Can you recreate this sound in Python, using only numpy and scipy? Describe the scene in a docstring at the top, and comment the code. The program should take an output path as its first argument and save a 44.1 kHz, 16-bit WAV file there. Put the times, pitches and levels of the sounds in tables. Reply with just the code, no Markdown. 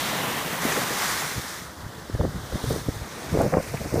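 """Slushy wave on an ice shelf

A wave breaks right below a hand-held microphone: bubbles churn, slush slaps and spray rains back.
It dies away to a duller wash from the open shore, with small splashes and fizz at the ice edge.
Gusts buffet the microphone, and a narrow, drifting dip hollows out the water's sound. Mono."""
import sys
import numpy as np
from scipy import signal
from scipy.fft import rfft, irfft
from scipy.io import wavfile
from scipy.ndimage import uniform_filter1d

SR = 44100
rng = np.random.default_rng(int(sys.argv[2]) if len(sys.argv) > 2 else 0)


def dump(signal):
    """Clip the signal to [-1, 1] and save it as 16-bit WAV at the path in sys.argv[1]."""
    limited = np.clip(np.atleast_2d(signal).T, -1, 1)
    pcm = np.round(limited * 32767).astype(np.int16)
    wavfile.write(sys.argv[1], SR, pcm)


N = 176400
TIME = np.arange(N) / SR


def amp(db):
    """Decibels to gain."""
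    return 10 ** (np.asarray(db) / 20)


def unit(x):
    """Scales to rms 1."""
    return x / np.sqrt(np.mean(x ** 2) + 1e-20)


def fader(curve):
    """Turns (time_s, level_db) points into a gain for every sample."""
    return amp(np.interp(TIME, *np.transpose(curve)))


def equalise(x, tone):
    """Shapes a sound with an EQ curve of (frequency_hz, gain_db) points."""
    points_hz, gain_db = np.transpose(tone)
    hz = np.fft.rfftfreq(len(x), 1 / SR)
    return irfft(rfft(x) * amp(np.interp(np.log(hz + 1), np.log(points_hz), gain_db)), len(x))


def bell(hz, centre_hz, octaves):
    """A bump of height 1 on a log-frequency axis."""
    return np.exp(-.5 * (np.log2((hz + 1) / centre_hz) / octaves) ** 2)


def add(mix, start_s, sound):
    """Mixes a sound in at start_s."""
    part = mix[max(round(start_s * SR), 0):][:len(sound)]
    part += sound[:len(part)]


def wander(samples, span):
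    """A smooth random drift of rms 1 that changes over about span samples."""
    return unit(uniform_filter1d(uniform_filter1d(rng.standard_normal(samples), span), span // 2))


def patchy_noise(depth_db):
    """Noise whose loudness wanders in small patches of time and frequency."""
    spectrum = signal.stft(rng.standard_normal(N), nperseg=512, noverlap=384)[2]
    along_time = uniform_filter1d(rng.standard_normal(spectrum.shape), 10, axis=1)
    patches = unit(uniform_filter1d(along_time, 8, axis=0))
    return unit(signal.istft(spectrum * amp(depth_db * patches), nperseg=512, noverlap=384)[1][:N])


def bubbles(per_s, low_hz, high_hz, decay_cycles, spread_db, pitches=30):
    """A random shower of bubbles or drops: short damped tones that rise a little."""
    out = np.zeros(N)
    for hz in np.geomspace(low_hz, high_hz, pitches):
        age = np.arange(int(5 * decay_cycles * SR / hz) + 2) / SR * hz / decay_cycles  # in decay times
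        ring = np.exp(-age) * np.sin(2 * np.pi * decay_cycles * (age + age ** 2 / 50))
        hits = np.flatnonzero(rng.random(N) < per_s / pitches / SR)
        triggers = np.zeros(N)
        triggers[hits] = amp(spread_db * np.minimum(rng.standard_exponential(N)[hits], 4))
        out += hz * signal.oaconvolve(triggers, ring - ring.mean())[:N]
    return unit(out)


def water(curve, tone, wash, drops, drops_db, slosh_db=0.65):
    """An uneven rush of countless small bubbles, with single nearer ones standing out."""
    slosh = amp(slosh_db * wander(N, span=1100))
    return fader(curve) * slosh * unit(equalise(wash + amp(drops_db) * drops, tone))


# Swell of the close, churning water: time_s, level_db
CHURN_FADER = [(0, -28), (.33, -27), (.41, -29), (.52, -28), (.59, -31), (.66, -25.5), (.78, -26.5),
               (.93, -30.5), (1.05, -30.5), (1.3, -35.5), (1.65, -47)]
# Its full, low body: frequency_hz, gain_db
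CHURN_EQ = [(25, -45), (75, -13), (150, 3.5), (300, -2.5), (600, -2.5), (1050, -0.5), (1450, -6.5),
            (1950, -3.5), (2800, -6), (4800, -18.5), (15000, -17.5)]
def churn():
    """The breaking wave churns against the ice, thick with bubbles."""
    wash = patchy_noise(depth_db=1.34)
    gurgle = bubbles(per_s=1300, low_hz=202.2, high_hz=4960, decay_cycles=6.2, spread_db=3.5)
    return water(CHURN_FADER, CHURN_EQ, wash, gurgle, drops_db=-13.5)


# Swell of the falling spray: time_s, level_db
SPRAY_FADER = [(0, -31), (.2, -39.5), (.6, -38.5), (.622, -31), (.88, -31), (1.04, -26.5), (1.25, -30),
               (1.4, -35), (1.57, -36), (1.72, -49.5)]
# Its thin, bright tone: frequency_hz, gain_db
SPRAY_EQ = [(100, -48), (500, -13.5), (1200, 0.5), (2000, 2), (2700, -3.5), (4300, -6), (6100, -4.5),
            (10000, -11.5), (15000, -14)]
def spray():
    """Thrown spray patters back down as a dense shower of tiny drops."""
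    wash = patchy_noise(depth_db=0)
    patter = bubbles(per_s=4000, low_hz=878, high_hz=14850, decay_cycles=2.65, spread_db=2.5)
    return water(SPRAY_FADER, SPRAY_EQ, wash, patter, drops_db=-6)


def foam(level_db=-34.5, centre_hz=3100, drain_s=0.32):
    """Fine bubbles hiss as the foam of the previous wave drains away."""
    band = bell(np.fft.rfftfreq(N, 1 / SR), centre_hz, octaves=0.4)
    hiss = irfft(rfft(rng.standard_normal(N)) * band, N)
    return amp(level_db) * np.exp(-(TIME / drain_s) ** 2) * unit(hiss)


# Surges of fizzing slush: time_s, level_db
FIZZ_FADER = [(0, -36.5), (.45, -41), (1.1, -37), (1.5, -43), (1.8, -56), (2.05, -58), (2.15, -51.5),
              (2.4, -49.5), (2.6, -42.5), (2.71, -36), (2.85, -43), (3.1, -46), (3.42, -41), (3.57, -47.5),
              (3.65, -40.5), (3.85, -43), (4, -38.5)]
# Its crisp top end: frequency_hz, gain_db
FIZZ_EQ = [(300, -3.5), (1700, -4), (3600, 4), (4500, -1), (6000, 1.5), (7300, -4), (8700, -1.5),
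           (10600, -6.5), (15000, -7.5)]
def fizz():
    """Slush fizzes along the ice edge, with a few bubbles popping far louder than the rest."""
    wash = patchy_noise(depth_db=1.5)
    crackle = bubbles(per_s=2200, low_hz=1590, high_hz=13100, decay_cycles=3, spread_db=9)
    return water(FIZZ_FADER, FIZZ_EQ, wash, crackle, drops_db=-11.5)


# Slow build of the surf along the shore: time_s, level_db
SURF_FADER = [(0, -57), (1.3, -44.5), (2.4, -40.5), (2.7, -34.5), (2.85, -41), (3.3, -36.5), (3.55, -38),
              (4, -40.5)]
# Its dull, distant tone: frequency_hz, gain_db
SURF_EQ = [(25, -16), (100, -4), (200, 6.5), (400, 2), (1000, -1.5), (1700, -3), (2800, -8), (6000, -14.5),
           (15000, -32)]
def surf():
    """Surf further off, its bubbles blending into a soft wash."""
    wash = patchy_noise(depth_db=1.5)
    burble = bubbles(per_s=970, low_hz=359, high_hz=3507, decay_cycles=8.8, spread_db=1)
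    return water(SURF_FADER, SURF_EQ, wash, burble, drops_db=-13.5)


# Colour of wind pressure at the microphone port: frequency_hz, gain_db
WIND_EQ = [(25, -53), (52, 0), (150, 3), (270, -7), (520, 0.5), (850, -7.5)]
def turbulence(edge_hz, samples, edge_order=2.86, eddy_size_range=10.4):
    """Pressure noise in a band that rises with wind speed, coloured by the microphone port."""
    ratio = (np.fft.rfftfreq(samples, 1 / SR) + 1) / edge_hz
    band = 1 / np.sqrt((1 + ratio ** (2 * edge_order)) * (1 + (ratio * eddy_size_range) ** -2))
    noise = irfft(band * np.exp(2j * np.pi * rng.random(len(band))), samples)
    return unit(equalise(noise, WIND_EQ))


# Bed of light wind between the gusts: time_s, level_db
BREEZE_FADER = [(0, -53), (1.9, -47.5), (2.3, -41), (2.9, -35), (3.2, -52.5), (3.32, -33.5), (4, -43)]
def breeze(lumps_db=3):
    """Light wind on the microphone makes a low, lumpy rumble."""
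    lumps = amp(lumps_db * wander(N, span=1000))
    return fader(BREEZE_FADER) * unit(lumps * turbulence(edge_hz=125, samples=N))


# Slush and flung drops hitting the water: start_s, peak_db, pitch_hz
SLAP_HITS = [(.526, -35, 1100), (0.614, -30, 5970), (.652, -17.5, 273), (0.72, -17, 1600),
             (.722, -22, 6000), (0.763, -17, 1580), (.768, -20.5, 340), (.902, -24, 390),
             (1.027, -18, 1160), (3.416, -27, 8400), (3.627, -32, 6450), (3.771, -27, 2260)]
def slaps(attack_s=0.0012):
    """Lumps of slush land with short, hollow splats."""
    out = np.zeros(N)
    t = np.arange(4096) / SR
    hz = np.fft.rfftfreq(len(t), 1 / SR)
    for start_s, peak_db, pitch_hz in SLAP_HITS:
        decay_s = 0.0065 / np.cbrt(pitch_hz / 1500)  # bigger, lower splats last longer
        splat = irfft(rfft(rng.standard_normal(len(t))) * bell(hz, pitch_hz, octaves=0.54))
        splat *= np.minimum(t / attack_s, 1) * np.exp(-t / decay_s)
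        add(out, start_s, amp(peak_db) * splat / abs(splat).max())
    return out


# Sweep of the notch in the water's sound: time_s, centre_hz, depth_db
NOTCH_SWEEP = [(1, 2620, 4), (1.45, 2730, 6), (1.9, 2430, 10.5), (2.7, 2590, 9), (3.25, 2930, 5.5),
               (3.58, 3400, 11.5), (3.8, 3220, 6.5), (4, 3220, 13)]
def moving_notch(x):
    """A narrow dip drifting around 2.4-3.4 kHz hollows out the water's sound."""
    hz, t, spectrum = signal.stft(x, SR, nperseg=512)
    time_s, centre_hz, depth_db = np.transpose(NOTCH_SWEEP)
    notch = bell(hz[:, None], np.interp(t, time_s, centre_hz), octaves=0.22)
    cut_db = np.interp(t, time_s, depth_db) * notch
    return signal.istft(spectrum * amp(-cut_db), SR, nperseg=512)[1][:N]


# Eddies hitting the microphone: middle_s, length_s, level_db, upper_edge_hz
EDDY_HITS = [(1.378, 0.026, -27, 345), (1.836, 0.032, -37, 90), (1.619, 0.011, -37.5, 230),
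             (2.021, 0.042, -43.5, 169), (2.148, 0.029, -23.5, 80), (2.207, 0.017, -17, 436),
             (2.247, 0.032, -22, 390), (2.289, 0.025, -28.5, 120), (2.359, 0.043, -29, 190),
             (2.442, 0.016, -34, 170), (2.525, 0.0055, -28, 750), (2.541, 0.014, -23, 223),
             (2.558, 0.0061, -21, 450), (2.643, 0.014, -24, 418), (2.686, 0.022, -24.5, 130),
             (2.715, 0.017, -20.5, 490), (2.757, 0.041, -28, 437), (2.89, 0.01, -19.5, 300),
             (2.971, 0.01, -34, 170), (3.024, 0.016, -31, 141), (3.328, 0.02, -23, 260),
             (3.358, 0.032, -20.5, 600), (3.411, 0.032, -17.5, 710), (3.453, 0.029, -19.5, 590),
             (3.477, 0.017, -29, 600), (3.541, 0.025, -18.5, 800), (3.576, 0.019, -20, 950),
             (3.602, 0.0085, -25, 646), (3.744, 0.0096, -22.5, 577), (3.811, 0.018, -29, 500),
             (3.859, 0.02, -29, 495), (3.969, 0.059, -21.5, 564)]
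def buffets(squareness=1.98, flutter_db=2.3, samples=16384):
    """Each eddy thumps the microphone with a brief, fluttering swell of turbulence."""
    out = np.zeros(N)
    t = (np.arange(samples) - samples // 2) / SR
    for middle_s, length_s, level_db, edge_hz in EDDY_HITS:
        swell = np.exp(-.5 * abs(2 * t / length_s) ** squareness)
        flutter = amp(flutter_db * wander(samples, span=220))
        thump = unit(turbulence(edge_hz, samples) * flutter * swell)
        add(out, middle_s + t[0], amp(level_db) * thump * np.sqrt(np.mean(swell ** 2)))
    return out


# Sharp snaps inside the gusts: middle_s, peak_db, half_width_s
SNAP_HITS = [(1.866, -27, 0.0016), (2.099, -22.5, 0.00053), (2.151, -21, 0.00047), (2.212, -16, 0.00025),
             (2.2521, -18.5, 0.00028), (2.719, -19, 0.00062), (2.8874, -14.5, 0.0006),
             (3.374, -12, 0.00037), (3.4112, -8.5, 0.00036), (3.5395, -12, 0.00013), (3.571, -9, 0.0004),
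             (3.943, -12.5, 0.00058)]
def snaps(samples=16384):
    """The strongest eddies snap: one fast swing of pressure, down and then up."""
    out = np.zeros(N)
    t = (np.arange(samples) - samples // 2) / SR
    for middle_s, peak_db, half_width_s in SNAP_HITS:
        swing = t / half_width_s
        add(out, middle_s + t[0], amp(peak_db) * swing * np.exp(.5 - .5 * swing ** 2))
    return out


def microphone_port(wind, edge_hz=2170):
    """The port rolls the top end off the wind noise."""
    return signal.sosfilt(signal.butter(6, edge_hz, fs=SR, output="sos"), wind)


def scene():
    """Water and wind, the same in both ears."""
    sea = moving_notch(churn() + spray() + foam() + slaps() + surf() + fizz())
    wind = microphone_port(breeze() + buffets() + snaps())
    mono = sea + wind
    return np.array([mono, mono])


def record(dry):
    """A steep high cut takes the very top off the mix."""
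    cutoff_hz = 15400
    high_cut = signal.firwin(511, cutoff_hz, window=("kaiser", 9), fs=SR)
    return signal.oaconvolve(dry, high_cut[None], "same")


dry = scene()
out = record(dry)
dump(out)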